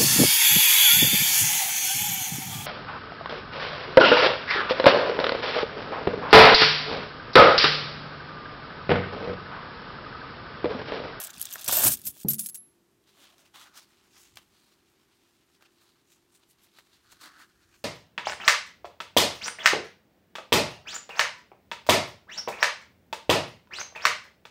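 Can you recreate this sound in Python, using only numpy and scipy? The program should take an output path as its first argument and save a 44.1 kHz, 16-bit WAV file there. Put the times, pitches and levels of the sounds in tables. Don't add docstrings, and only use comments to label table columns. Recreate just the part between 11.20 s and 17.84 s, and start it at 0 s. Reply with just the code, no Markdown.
import sys
import numpy as np
from scipy import signal
from scipy.fft import rfft, irfft, next_fast_len
from scipy.io import wavfile

SR = 44100
rng = np.random.default_rng(int(sys.argv[2]) if len(sys.argv) > 2 else 0)


def dump(signal):
    limited = np.clip(np.atleast_2d(signal).T, -1, 1)
    pcm = np.round(limited * 32767).astype(np.int16)
    wavfile.write(sys.argv[1], SR, pcm)


def gain_from_db(level_db):
    decades = np.asarray(level_db, float) / 20
    return 10 ** decades


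N = 292868
T = np.arange(N) / SR
STEP = 32
CRACK_HZ = 10500

# time_s, scrape_db, depth_db
HAND = [
    (0, -43.5, -4),
    (.13, -47.5, -9),
    (.33, -44.5, -9),
    (.465, -43, -12.5),
    (.485, -30, -8.5),
    (.68, -37, 1),
    (.76, -49, -16),
    (.92, -62.5, -19),
    (1.035, -51.5, -20.5),
]
# time_s, level_db
HOLDING = [
    (1.84, -96.5),
    (1.87, -96),
    (2.28, -68.5),
    (2.31, -75),
    (2.7, -69),
    (3.6, -73),
    (4.1, -73),
    (5.1, -76.5),
    (5.5, -71),
    (6.64, -72.5),
]


def rms_one(x):
    return x / np.sqrt(np.mean(x ** 2) + 1e-20)


def in_time(rows):
    time_s, *columns = np.transpose(rows)
    return [gain_from_db(np.interp(T, time_s, level_db, left=-140, right=-140)) for level_db in columns]


def colour(x, points):
    hz, level_db = np.transpose(points)
    size = next_fast_len(N)
    log_hz = np.log(np.arange(size // 2 + 1) * SR / size + 1)
    gain = gain_from_db(np.interp(log_hz, np.log(hz), level_db))
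    return rms_one(irfft(rfft(x, size) * gain, size)[:N])


def split(x, edges_hz):
    size = next_fast_len(N)
    octave = np.log2(np.arange(size // 2 + 1) * SR / size + 1)
    above = [1] + [.5 + .5 * np.tanh(2 * (octave - np.log2(hz))) for hz in edges_hz] + [0]
    spectrum = rfft(x, size)
    return [rms_one(irfft(spectrum * (a - b), size)[:N]) for a, b in zip(above, above[1:])]


def band(x, low_hz, high_hz):
    sos = signal.butter(2, [low_hz, high_hz], "band", fs=SR, output="sos")
    return rms_one(signal.sosfilt(sos, x))


def resonance(x, hz, width_hz):
    r = np.exp(-np.pi * width_hz / SR)
    top = [(1 - r * r) / 2, 0, (r * r - 1) / 2]
    return signal.lfilter(top, [1, -2 * r * np.cos(2 * np.pi * hz / SR), r * r], x)


def thin(x, hz):
    r = np.exp(-np.pi * hz / 2 / SR)
    return signal.lfilter([r * r, -2 * r * r, r * r], [1, -2 * r, r * r], x)


def ring(clicks, hz, t60):
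    r = gain_from_db(-60 / (t60 * SR))
    w = 2 * np.pi * min(hz, .45 * SR) / SR
    return signal.lfilter([0, np.sin(w)], [1, -2 * r * np.cos(w), r * r], clicks + 1e-18)


def drift(rate):
    count = int(7 * rate) + 2
    return rms_one(np.interp(T * rate, np.arange(count), rng.standard_normal(count)))


def grit(per_s, spread_db):
    sizes = gain_from_db(spread_db * np.minimum(rng.exponential(1, N), 4)) * rng.choice([-1, 1], N)
    return rms_one(sizes * (rng.random(N) < per_s / SR))


def bounces(per_s, t60):
    hits = (rng.random(N) < per_s / SR) * rng.uniform(0.148, 1, N)
    return rms_one(signal.lfilter([1], [1, -gain_from_db(-60 / (t60 * SR))], hits))


def dying(start, level_db, t60, stop=99):
    age = T - start
    return (age >= 0) * gain_from_db(level_db - 60 * np.maximum(age, 0) / t60 - 3000 * np.maximum(T - stop, 0))


def fall(level_db, t60):
    return gain_from_db(level_db - 60 * T[:SR // 4] / max(t60, .004))


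def hump(start, hold, rise, drop, power=0.83):
    coarse_s = T[::STEP]
    away = np.maximum(start - coarse_s, 0) / rise + np.maximum(coarse_s - start - hold, 0) / drop
    return gain_from_db(-9 * np.minimum(away, 12) ** power)


def fine(coarse):
    return np.interp(T, T[::STEP], coarse)


def add(out, s, part):
    i = round(s * SR)
    out[i:i + len(part)] += part[:N - i]


def room():
    # pitch_hz, level_db
    air_spectrum = [(15, -38), (25, -7), (74, -6), (232, -4), (349, -4), (510, -13.5), (4130, -22.5),
                    (10400, -25.5), (12200, -26), (15200, -28), (16500, -46)]
    # pitch_hz, level_db
    hum_lines = [(344, -77), (392.5, -80.5)]
    # time_s, level_db
    auto_gain = [
        (0, -0.5),
        (1.5, -2.5),
        (1.85, -3),
        (2.3, -3.5),
        (6.64, -5.5),
    ]
    sound = gain_from_db(-66.5) * colour(rng.standard_normal(N), air_spectrum)
    for hz, db in hum_lines:
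        level = gain_from_db(db + 6 + 1.5 * drift(6))
        sound = sound + level * np.sin(2 * np.pi * (hz * T + .03 * drift(5)))
    return sound * in_time(auto_gain)[0]


def stirring():
    # time_s, rumble_db
    shoves = [
        (.18, -54),
        (.49, -52.5),
        (0.663, -33.5),
        (.73, -51),
        (0.874, -46.5),
    ]
    scrape, depth = in_time(HAND)
    depth = np.maximum(depth, .01)
    slide = gain_from_db(-12.5) * scrape * depth ** -1.47
    rumble = gain_from_db(-19) * scrape * depth ** 0.451
    rumble = rumble + fine(sum(gain_from_db(db) * hump(s, 0, rise=0.018, drop=0.025) for s, db in shoves))
    creep = fine(gain_from_db(-47) * hump(1.1, hold=0.275, rise=0.043, drop=0.027))
    return slide + creep, scrape, scrape * depth, rumble


def clinks(contacts):
    # start_s, rattle_db (rms), ring_hz, rattle_t60_s
    raked = [(.001, -29, 11440, 0.1), (.0252, -40, 11200, 0.26), (.0375, -31, 10000, .06),
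             (0.0467, -30.5, 8300, 0.067), (0.0688, -35.5, 12800, 0.031), (0.1051, -40.5, 6260, 0.046),
             (0.18, -39.5, 9900, 0.025), (0.1954, -40, 12800, 0.17), (0.2152, -30, 10900, 0.058),
             (0.2255, -25.5, 11000, 0.0161), (.2393, -44.5, 13200, 0.083), (.2535, -34, 8500, .043),
             (.2695, -49, 6450, .12), (0.297, -43, 7500, 0.015), (.3044, -40.5, 6600, .02),
             (0.309, -43, 6600, 0.06), (.3258, -32.5, 13700, 0.062), (.3359, -34.5, 13900, .085),
             (.3557, -38.5, 13100, 0.051), (.3874, -45, 5900, 0.06), (0.3964, -41, 6460, .037),
             (0.4103, -36, 13600, 0.072), (.4444, -32.5, 11430, 0.11), (.4608, -38.5, 6200, 0.36)]
    spilled = [(0.4787, -21.5, 9200, 0.14), (.4825, -18, 12000, .07), (0.4932, -30.5, 14700, 0.14),
               (.5113, -28, 13040, 0.3012), (0.523, -20, 14300, .3), (0.57, -19.5, 13800, 0.069),
               (.581, -20.5, 13800, .3), (0.6211, -22, 9500, .2), (0.636, -16.5, 11300, .2),
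               (.6476, -18.5, 14700, .2), (.662, -15, 9040, .2), (0.6682, -15, 13820, .12),
               (.6755, -15.5, 11130, .11), (0.6855, -18.5, 10910, .088), (.6905, -25.5, 14000, .3),
               (0.7187, -21, 10130, .12), (0.7384, -23.5, 9700, .064), (.7712, -40.5, 9900, .059),
               (.7888, -45.5, 12900, .109)]
    tumbled = [(.8163, -46.5, 12000, .03), (0.839, -48.5, 14300, .12), (0.849, -39.5, 13000, 0.18),
               (0.861, -31.5, 13300, 0.076), (.868, -27.5, 12500, .12), (0.8776, -31, 13100, .17),
               (0.906, -45, 10600, .12), (1.032, -45.5, 8700, 0.13), (1.05, -53.5, 4450, 0.09),
               (1.072, -53, 5900, 0.1), (1.0852, -24.5, 12000, 0.1), (1.1036, -23, 11600, 0.1),
               (1.1161, -27.5, 13900, 0.094), (1.1336, -23.5, 11600, 0.049), (1.1434, -31, 10400, 0.079),
               (1.1836, -34.5, 9300, 0.094), (1.1925, -23.5, 9930, 0.081), (1.209, -34, 11400, .12),
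               (1.2359, -36.5, 10200, 0.17), (1.26, -29, 11200, 0.066), (1.2692, -36, 11000, 0.12),
               (1.2879, -34, 11500, .12), (1.296, -36, 11200, .083), (1.3453, -37, 10600, .12),
               (1.3518, -36.5, 10100, 0.089), (1.372, -47, 11440, 0.15)]
    rests = [0.056, .079, 0.107, .233, 0.26, .276, .361, .403, 0.492, .689, 0.757, .803, .822, .914, 1.04,
             1.155, 1.205, 1.282, 1.305, 1.381]
    force, thump, chimes = np.zeros((3, N))
    hand_s, _, hand_depth_db = np.transpose(HAND)
    for s, db, hz, t60 in raked + spilled + tumbled:
        clatter_db = -18.5 + 0.57 * np.interp(s, hand_s, hand_depth_db)
        start = round(s * SR)
        span = slice(start, start + SR // 4)
        rest = min([r for r in rests if r > s] + [2])
        moving = gain_from_db(-2500 * np.maximum(T[span] - rest, 0))
        fresh = np.clip(1 - force[span][0] / gain_from_db(db - 8.0), 0, 1)
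        lasting = t60 * (1.8 if t60 > .1 else 1.0)
        force[span] = moving * fall(db - 1.0, lasting) + fresh * fall(db - 4.0, 0.004)
        thump[span] = moving * fall(db + clatter_db, 0.41 * t60)
        rubbed = moving * fall(db - 20.5, 0.49 * t60) * contacts[span]
        add(chimes, s, ring(rubbed, hz, .02))
        add(chimes, s, moving * fall(db - 5, 0.67 * t60) * resonance(contacts[span], hz, hz / 3.7))
        first_touch = ring(T[:400] == 0, hz, 0.0056)
        add(chimes, s, fresh * gain_from_db(db - 5) * first_touch)
    return force, thump, chimes


def heap(contacts):
    dealt = rng.integers(0, 48, N)
    pitches = np.linspace(5000, 15800, 48) + rng.normal(0, 70, 48)
    return rms_one(sum(ring(contacts * (dealt == k), hz, 0.026) for k, hz in enumerate(pitches)))


def coins(slide, scrape, clatter):
    # pitch_hz, level_db (per Hz)
    coin_spectrum = [(210, -33.5), (350, -16.5), (432, -21), (625, -6.5), (906, -11), (1700, -6),
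                     (2000, -15), (2670, -10), (2990, -13), (5340, -12.5), (8120, -7.5), (10500, -7.5),
                     (14300, -5.5), (15700, -7), (16500, -26.5)]
    # time_s, level_db
    flat_knocks = [
        (0.052, -51),
        (0.3559, -37),
        (0.493, -28),
        (0.5262, -32),
        (.964, -53),
    ]
    rim_hz = 3500
    contacts = 0.62 * grit(5000, 2.6) + 0.66 * rng.standard_normal(N)
    force, thump, chimes = clinks(contacts)
    thuds = np.zeros(N)
    for s, db in flat_knocks:
        add(thuds, s, fall(db, 0.029))
    deep, low, mid, high = split(colour(contacts, coin_spectrum), [900, 2500, 7000])
    knocks = thuds * rms_one(deep + low)
    heavy = np.clip(scrape / gain_from_db(-38), 0.14, 1.4)
    low = 0.94 * (low + heavy * deep)
    raked = 0.75 * mid + 0.25 * rms_one(resonance(mid, rim_hz, 570))
    force = np.maximum(force, 0.31 * slide)
    crowd = np.clip(force / 0.05, .17, .65)
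    snaps, jolts = touches(contacts)
    lumps = crowd + (1 - crowd) * (0.46 * bounces(380, 0.012) + 0.89 * jolts)
    force = force * lumps
    rung = colour(heap(contacts * force), coin_spectrum[6:]) * .62 * np.sqrt(np.mean(force ** 2))
    rattle = thin(0.7 * force * high + 0.18 * force * mid, CRACK_HZ / 2)
    scraping = 0.77 * scrape * lumps * raked
    clattering = np.maximum(thump, 0.63 * clatter * gain_from_db(1.8 * drift(46))) * low
    return rattle + scraping + knocks + clattering + rung + thin(chimes, rim_hz) + snaps


def singing():
    # struck_s, pitch_hz, level_db, t60_s, caught_s
    free_coins = [(.004, 11380, -37, .1, .012), (.024, 11380, -38, .15, .045), (.198, 13050, -43, .2, .213),
                  (.647, 14600, -19, .08, .657), (.679, 11150, -20, .1, .689), (.855, 13300, -31, .1, .864),
                  (.9, 13400, -51, .15, .932), (.77, 10330, -53, .6, .85), (1.062, 11725, -63, .5, 1.085),
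                  (.083, 13450, -60, .2, .105), (.327, 13010, -35, .15, .374),
                  (.872, 10330, -35, .16, .945), (.874, 13370, -28, .08, .892),
                  (.558, 12400, -22, .1, .567), (.569, 7900, -24, .1, .582), (.633, 11300, -25, .12, .65),
                  (.585, 14800, -24, .06, .595), (.5685, 13950, -14, .05, .578), (.705, 9700, -31, .3, .75),
                  (1.085, 11725, -16.5, .22, 1.106), (1.106, 11780, -28, .08, 1.116),
                  (1.15, 11060, -46, .4, 1.19), (1.192, 11060, -35, .45, 1.36),
                  (1.2, 11185, -38, .4, 1.285), (1.287, 11185, -37, .18, 1.345),
                  (1.346, 11185, -43, .3, 1.375), (1.28, 10330, -54, .3, 1.34),
                  (1.346, 10330, -48, .27, 1.5), (1.375, 11185, -40, .3, 1.53),
                  (1.53, 11185, -76, .25, 1.6)]
    out = np.zeros(N)
    for s, hz, db, t60, caught in free_coins:
        out += dying(s, db, t60, caught) * np.sin(2 * np.pi * hz * (T - s))
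    return out


def touches(contacts):
    # start_s, peak_db, pitch_hz
    raked = [(0.0183, -43, 11300.0), (0.0284, -38, 11200), (0.036, -36, 14800), (0.049, -29.5, 9100),
             (0.0516, -43, 11300), (0.0655, -33, 7800), (0.0694, -26, 12800), (0.076, -31, 9100),
             (0.0934, -34, 1580), (0.0994, -34, 1410), (0.1036, -30.5, 7200), (0.132, -39.5, 11000),
             (0.139, -45, 3700.0), (0.151, -32, 1160), (0.157, -40, 10700), (0.1729, -36, 2550),
             (0.176, -41, 4770), (0.1813, -34.0, 9500), (0.1875, -37, 4570), (0.1968, -29, 9500.0),
             (0.2058, -32, 9700), (0.21, -28.5, 3140), (0.2144, -13.5, 11350), (0.2264, -25.0, 8300),
             (0.2397, -32.0, 13600), (0.2484, -32.5, 3870), (0.2545, -19, 6780), (0.27, -28, 3500),
             (0.2796, -40.5, 3420), (0.2861, -36, 3320), (0.288, -38.5, 3200.0), (0.3151, -41, 6300),
             (0.3212, -29, 3120), (0.326, -37, 13000), (0.331, -37, 12900.0), (0.337, -23.5, 6150),
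             (0.3562, -27.5, 1680), (0.3806, -50, 3420), (0.3834, -38, 1190), (0.3884, -34, 6100),
             (0.412, -36, 5430), (0.4193, -40.5, 8000.0), (0.4331, -30, 6150), (0.444, -29, 11200),
             (0.4617, -27.5, 4330)]
    spilled = [(0.484, -17.5, 14350), (0.4937, -16, 1169), (0.5026, -25, 14200.0), (0.5096, -24.0, 6160),
               (0.5134, -19, 11960), (0.528, -12, 7030), (0.537, -16, 8250), (0.5417, -16.5, 8210),
               (0.5519, -18.0, 8730), (0.5558, -18.5, 12400.0), (0.5716, -13, 13580), (0.578, -13.5, 8280),
               (0.5863, -16, 14800.0), (0.5921, -16.5, 13700.0), (0.5976, -15.5, 12580),
               (0.6023, -18, 13600.0), (0.6066, -17.0, 9600.0), (0.62, -15.5, 7960), (0.6288, -20.5, 11870),
               (0.6388, -18.5, 11340), (0.647, -11.5, 14530), (0.6515, -13.5, 14430), (0.6586, -15, 9900.0),
               (0.6664, -12.5, 9280), (0.671, -11, 14200.0), (0.6793, -7.5, 10900.0), (0.684, -10, 11200.0),
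               (0.7034, -17.0, 13800.0), (0.7083, -18, 13600.0), (0.714, -20.0, 9440), (0.7204, -12, 8670),
               (0.7276, -18.0, 13990), (0.7314, -18.5, 9403), (0.739, -16, 13730), (0.7439, -27, 13780),
               (0.749, -31, 13530), (0.7567, -37.5, 8900.0), (0.771, -31.0, 13450), (0.777, -45, 9600),
               (0.7898, -40, 12700.0)]
    tumbled = [(0.8364, -52, 12800.0), (0.844, -43, 14800.0), (0.852, -42, 13000.0), (0.86, -32, 13400),
               (0.8652, -25, 14400), (0.8682, -18.5, 10400), (0.8805, -19, 13200), (0.9044, -44, 10200.0),
               (0.907, -32, 9300), (0.9617, -52, 4030), (0.976, -50, 12200), (0.9917, -43, 9500),
               (0.9999, -37, 9200), (1.0133, -36, 9800.0), (1.032, -37, 8900), (1.1129, -14, 11000),
               (1.1436, -16, 12900), (1.1522, -35.5, 10000.0), (1.161, -28, 10700), (1.166, -30, 10100),
               (1.1945, -17.5, 9040), (1.2082, -19, 11100.0), (1.2217, -36.5, 10900),
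               (1.2306, -34.0, 11200.0), (1.2377, -35, 11300.0), (1.2485, -40, 11100), (1.2615, -18, 14500),
               (1.2692, -26.5, 13000), (1.2971, -43, 14200), (1.3569, -22, 8900), (1.3616, -36, 11200),
               (1.3691, -43, 11000), ]
    # middle_s, peak_db
    cracks = [(.1042, -31), (.2152, -15), (.2984, -33), (.3047, -30), (.3105, -24), (.3572, -27),
              (.3941, -30), (.4003, -29), (.6775, -8), (.8169, -29), (.8687, -19), (.8749, -17),
              (1.0832, -30), (1.0853, -14), (1.1338, -13), (1.1846, -26), (1.1885, -24), (1.1937, -10),
              (1.1962, -15), (1.248, -31), (1.2604, -21), (1.2689, -17), (1.2881, -23), (1.3452, -23),
              (1.349, -23), (1.352, -26), (1.3548, -26)]
    t60 = .007
    snaps, jolts = np.zeros((2, N))
    rims = raked + spilled + tumbled
    for s, db, hz in rims:
        i = round(s * SR)
        rough, following = contacts[i:i + 800], contacts[i + 1:i + 801]
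        burst = (1 + .7 * rough) * fall(0, t60)[:800] * np.cos(2 * np.pi * hz * T[:800])
        edge = (following - .7 * rough) * fall(0, .6 * t60)[:800]
        snap = thin(resonance(burst, hz, hz / 3.5) + .55 * edge, hz / 2)
        add(snaps, s, gain_from_db(db - 1.5) * snap / np.abs(snap).max())
    age = T[:40] - T[20]
    for s, db in cracks:
        crack = np.exp(-(age / .00009) ** 2) * np.cos(2 * np.pi * CRACK_HZ * age)
        add(snaps, s - T[20], gain_from_db(db) * crack)
    for s, *_ in sorted(rims + cracks):
        i = round(s * SR)
        jolts[i:i + SR // 4] = fall(0, 0.02196)
    return snaps, jolts


def table(rumble):
    # pitch_hz, level_db, t60_s
    board_modes = [(138.5, -8.5, 0.7), (184, -11, 0.98), (217.8, -2, 0.71), (272.8, -13, 0.72),
                   (349, -8.5, 0.5), (480, -12.5, 0.058), (586, -14, 0.25), (780, -22, 0.2)]
    knock_s = 1.048
    push = np.exp(-((T - knock_s) / 0.00049) ** 2) / (0.00053 * SR)
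    shake = rng.standard_normal(N)
    knock = np.zeros(N)
    for k, (hz, db, t60) in enumerate(board_modes):
        knock += (-1) ** k * gain_from_db(db + 2.5 * drift(29.9)) * ring(push, hz, 0.65 * t60)
    knock = knock - gain_from_db(12.5) * ring(push, 209, 0.06)
    knock = knock - gain_from_db(-30.0) * ring(push, 360, 0.03) + gain_from_db(4.0) * ring(push, 840, 0.027)
    tail = gain_from_db(-63.5) * band(dying(knock_s, 0, 0.24) * shake, 258, 443)
    tail = tail + gain_from_db(-61.5) * band(dying(knock_s + 0.038, 0, 0.31) * shake, 110, 170)
    shaken = rms_one(sum(gain_from_db(db) * ring(shake, hz, 0.47 * t60) for hz, db, t60 in board_modes))
    shaken = shaken + 4.5 * band(shake, 50, 231.9)
    on_heap = np.where(T < knock_s - .03, 1, 0)
    return gain_from_db(-34) * knock + tail + rumble * on_heap * rms_one(shaken)


def paper():
    # pitch_hz, level_db (per Hz)
    paper_spectrum = [(35, -26), (60, -24), (318, 19), (342, -30), (464, 6.5), (1190, 7), (1940, 2.5),
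                      (4030, 0.5), (15000, -16.5), (16500, -16)]
    # pitch_hz, width_hz, share (0-1)
    curl_modes = [(1460, 900, 0.4), (4400, 700, 0.12)]
    # start_s, peak_db, pitch_hz, t60_s
    creases = [(1.839, -54, 5350, 0.019), (2.182, -37, 5210, 0.0094), (2.348, -43, 3590, 0.012),
               (2.585, -32.5, 1190, 0.044), (3.157, -37, 7320, 0.025), (3.171, -20, 2550, 0.021),
               (4.348, -46.5, 4390, 0.0168), (4.409, -49, 1670, 0.015), (4.424, -27, 1160, 0.013),
               (4.919, -43.5, 3750, 0.022), (5.148, -52, 8900, 0.0061), (5.586, -28.5, 1650, 0.053),
               (5.67, -40.5, 2700, 0.018), (5.924, -33.5, 1660, 0.059), (6.013, -45, 2580, 0.011),
               (6.094, -40, 1220, 0.013), (6.553, -39, 2510, .01)]
    uneven = 1.2 + 0.45 * np.minimum(bounces(250, 0.012), 2)
    fibres = colour(grit(6000, 1.9), paper_spectrum) * uneven
    parts = split(fibres, [700, 2200, 7000])
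    for k, (hz, width, share) in enumerate(curl_modes, start=1):
        curled = rms_one(resonance(resonance(fibres, hz, width), hz, width))
        parts[k] = np.where(T > 5.84, share * curled + (1 - share) * parts[k], parts[k])
    levels, curls = strokes(fibres)
    ticks = gain_from_db(-88) * band(grit(14, 2.5), 2500, 5500)
    out = curls + ticks * (T > HOLDING[0][0])
    for level, part in zip(levels, parts):
        out = out + level * part * gain_from_db(1.7 * drift(30))
    for s, db, hz, t60 in creases:
        burst = fall(db - 21.0, t60) * rng.standard_normal(SR // 4)
        crease = signal.butter(1, [hz / 2.74, hz * 1.7], "band", fs=SR, output="sos")
        dull = signal.sosfilt(crease, burst + 1e-18)
        add(out, s, 0.36 * np.diff(burst, prepend=0) + 3.54 * dull)
    return out


def strokes(fibres):
    # middle_s, half_length_s, level_db, pitch_hz
    slides = [(2.038, 0.085, -59, 3240), (2.205, 0.027, -64.5, 6030), (2.26, 0.027, -67, 2510),
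              (2.417, 0.015, -57, 5950), (2.476, 0.031, -57, 1456), (2.569, 0.037, -57.5, 1290),
              (2.58, 0.023, -50, 5560), (2.627, 0.027, -61, 4510), (2.972, 0.031, -57.5, 5600),
              (3.027, 0.085, -60.5, 6740), (3.442, 0.1, -68, 4160), (4.356, 0.017, -70, 5000),
              (4.458, 0.012, -64.5, 2500), (4.614, 0.026, -67.5, 4010), (4.687, 0.077, -70, 4080),
              (4.923, 0.04, -64, 6900), (5.154, 0.026, -61, 8680), (5.233, .015, -69.5, 4070),
              (5.307, 0.018, -61.5, 11500), (5.438, 0.016, -60.5, 12440), (5.579, 0.032, -59, 3900),
              (5.742, 0.032, -64, 4000), (5.923, 0.042, -63, 4070), (5.923, 0.012, -55.5, 6750),
              (6.217, 0.03, -53, 1625), (6.3, 0.0095, -68.5, 1510), (6.433, 0.093, -69.5, 1586),
              (6.545, 0.026, -62, 2410), (6.554, 0.08, -70, 6300)]
    # start_s, hold_s, level_db, pitch_hz
    pulls = [
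        (1.874, 0.033, -68, 3920),
        (1.973, 0.26, -68, 620),
        (2.346, 0.083, -51.5, 3340),
        (3.17, 0.017, -57, 3020),
        (4.411, 0.0091, -59, 1530),
        (5.85, 0.16, -66, 1403),
        (6.013, 0.05, -54.5, 4200),
        (6.015, 0.072, -54.5, 1190),
        (6.034, 0.052, -54, 1740),
        (6.113, 0.11, -57.5, 1400),
    ]
    layer_hz = np.array([400, 1300, 4000, 10000])
    layer_db = np.array([-10.5, -4, -3, -2.5])
    shapes = [(hump(s, 0, half, half, power=1.22), s, db, hz) for s, half, db, hz in slides]
    shapes += [(hump(s, hold, rise=0.0049, drop=0.026), s, db, hz) for s, hold, db, hz in pulls]
    curls = np.zeros(N)
    for shape, s, db, hz in shapes:
        start = round(s * SR)
        span = slice(start - SR // 4, start + SR // 2)
        width = hz / 2.13
        sung = rms_one(resonance(resonance(fibres[span], hz, width), hz, width))
        curls[span] += gain_from_db(db - 9.5) * np.interp(T[span], T[::STEP], shape) * sung
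    shapes += [(in_time(HOLDING)[0][::STEP], 0, 0, 2880)]
    power = 0
    for shape, _, db, hz in shapes:
        off_pitch_db = 1.5 * np.log2(layer_hz / hz) ** 2
        power = power + np.outer(gain_from_db(db + layer_db - off_pitch_db), shape) ** 2
    return [fine(layer) for layer in np.sqrt(power)], curls


def presses():
    # time_s, level_db
    bumps = [
        (3.169, -66.5),
        (5.95, -69),
        (6.45, -72.5),
        (6.57, -73.5),
    ]
    level = fine(sum(gain_from_db(db) * hump(s, 0, rise=0.13, drop=0.1) for s, db in bumps))
    return band(rng.standard_normal(N), 25, 122) * level


def scene():
    slide, scrape, clatter, rumble = stirring()
    money = coins(slide, scrape, clatter) + singing() + paper()
    return (room() + money + table(rumble) + presses())[None]


def top_cut(x):
    return signal.sosfilt(signal.butter(12, 16840, fs=SR, output="sos"), x)


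def record(dry):
    x = signal.sosfilt(signal.butter(2, 55, "high", fs=SR, output="sos"), dry)
    x = signal.sosfilt(signal.cheby2(12, 25, 16150, fs=SR, output="sos"), x)
    x = x - .4 * resonance(x, hz=10400, width_hz=500)
    return top_cut(x)


dry = scene()
out = record(dry)
dump(out)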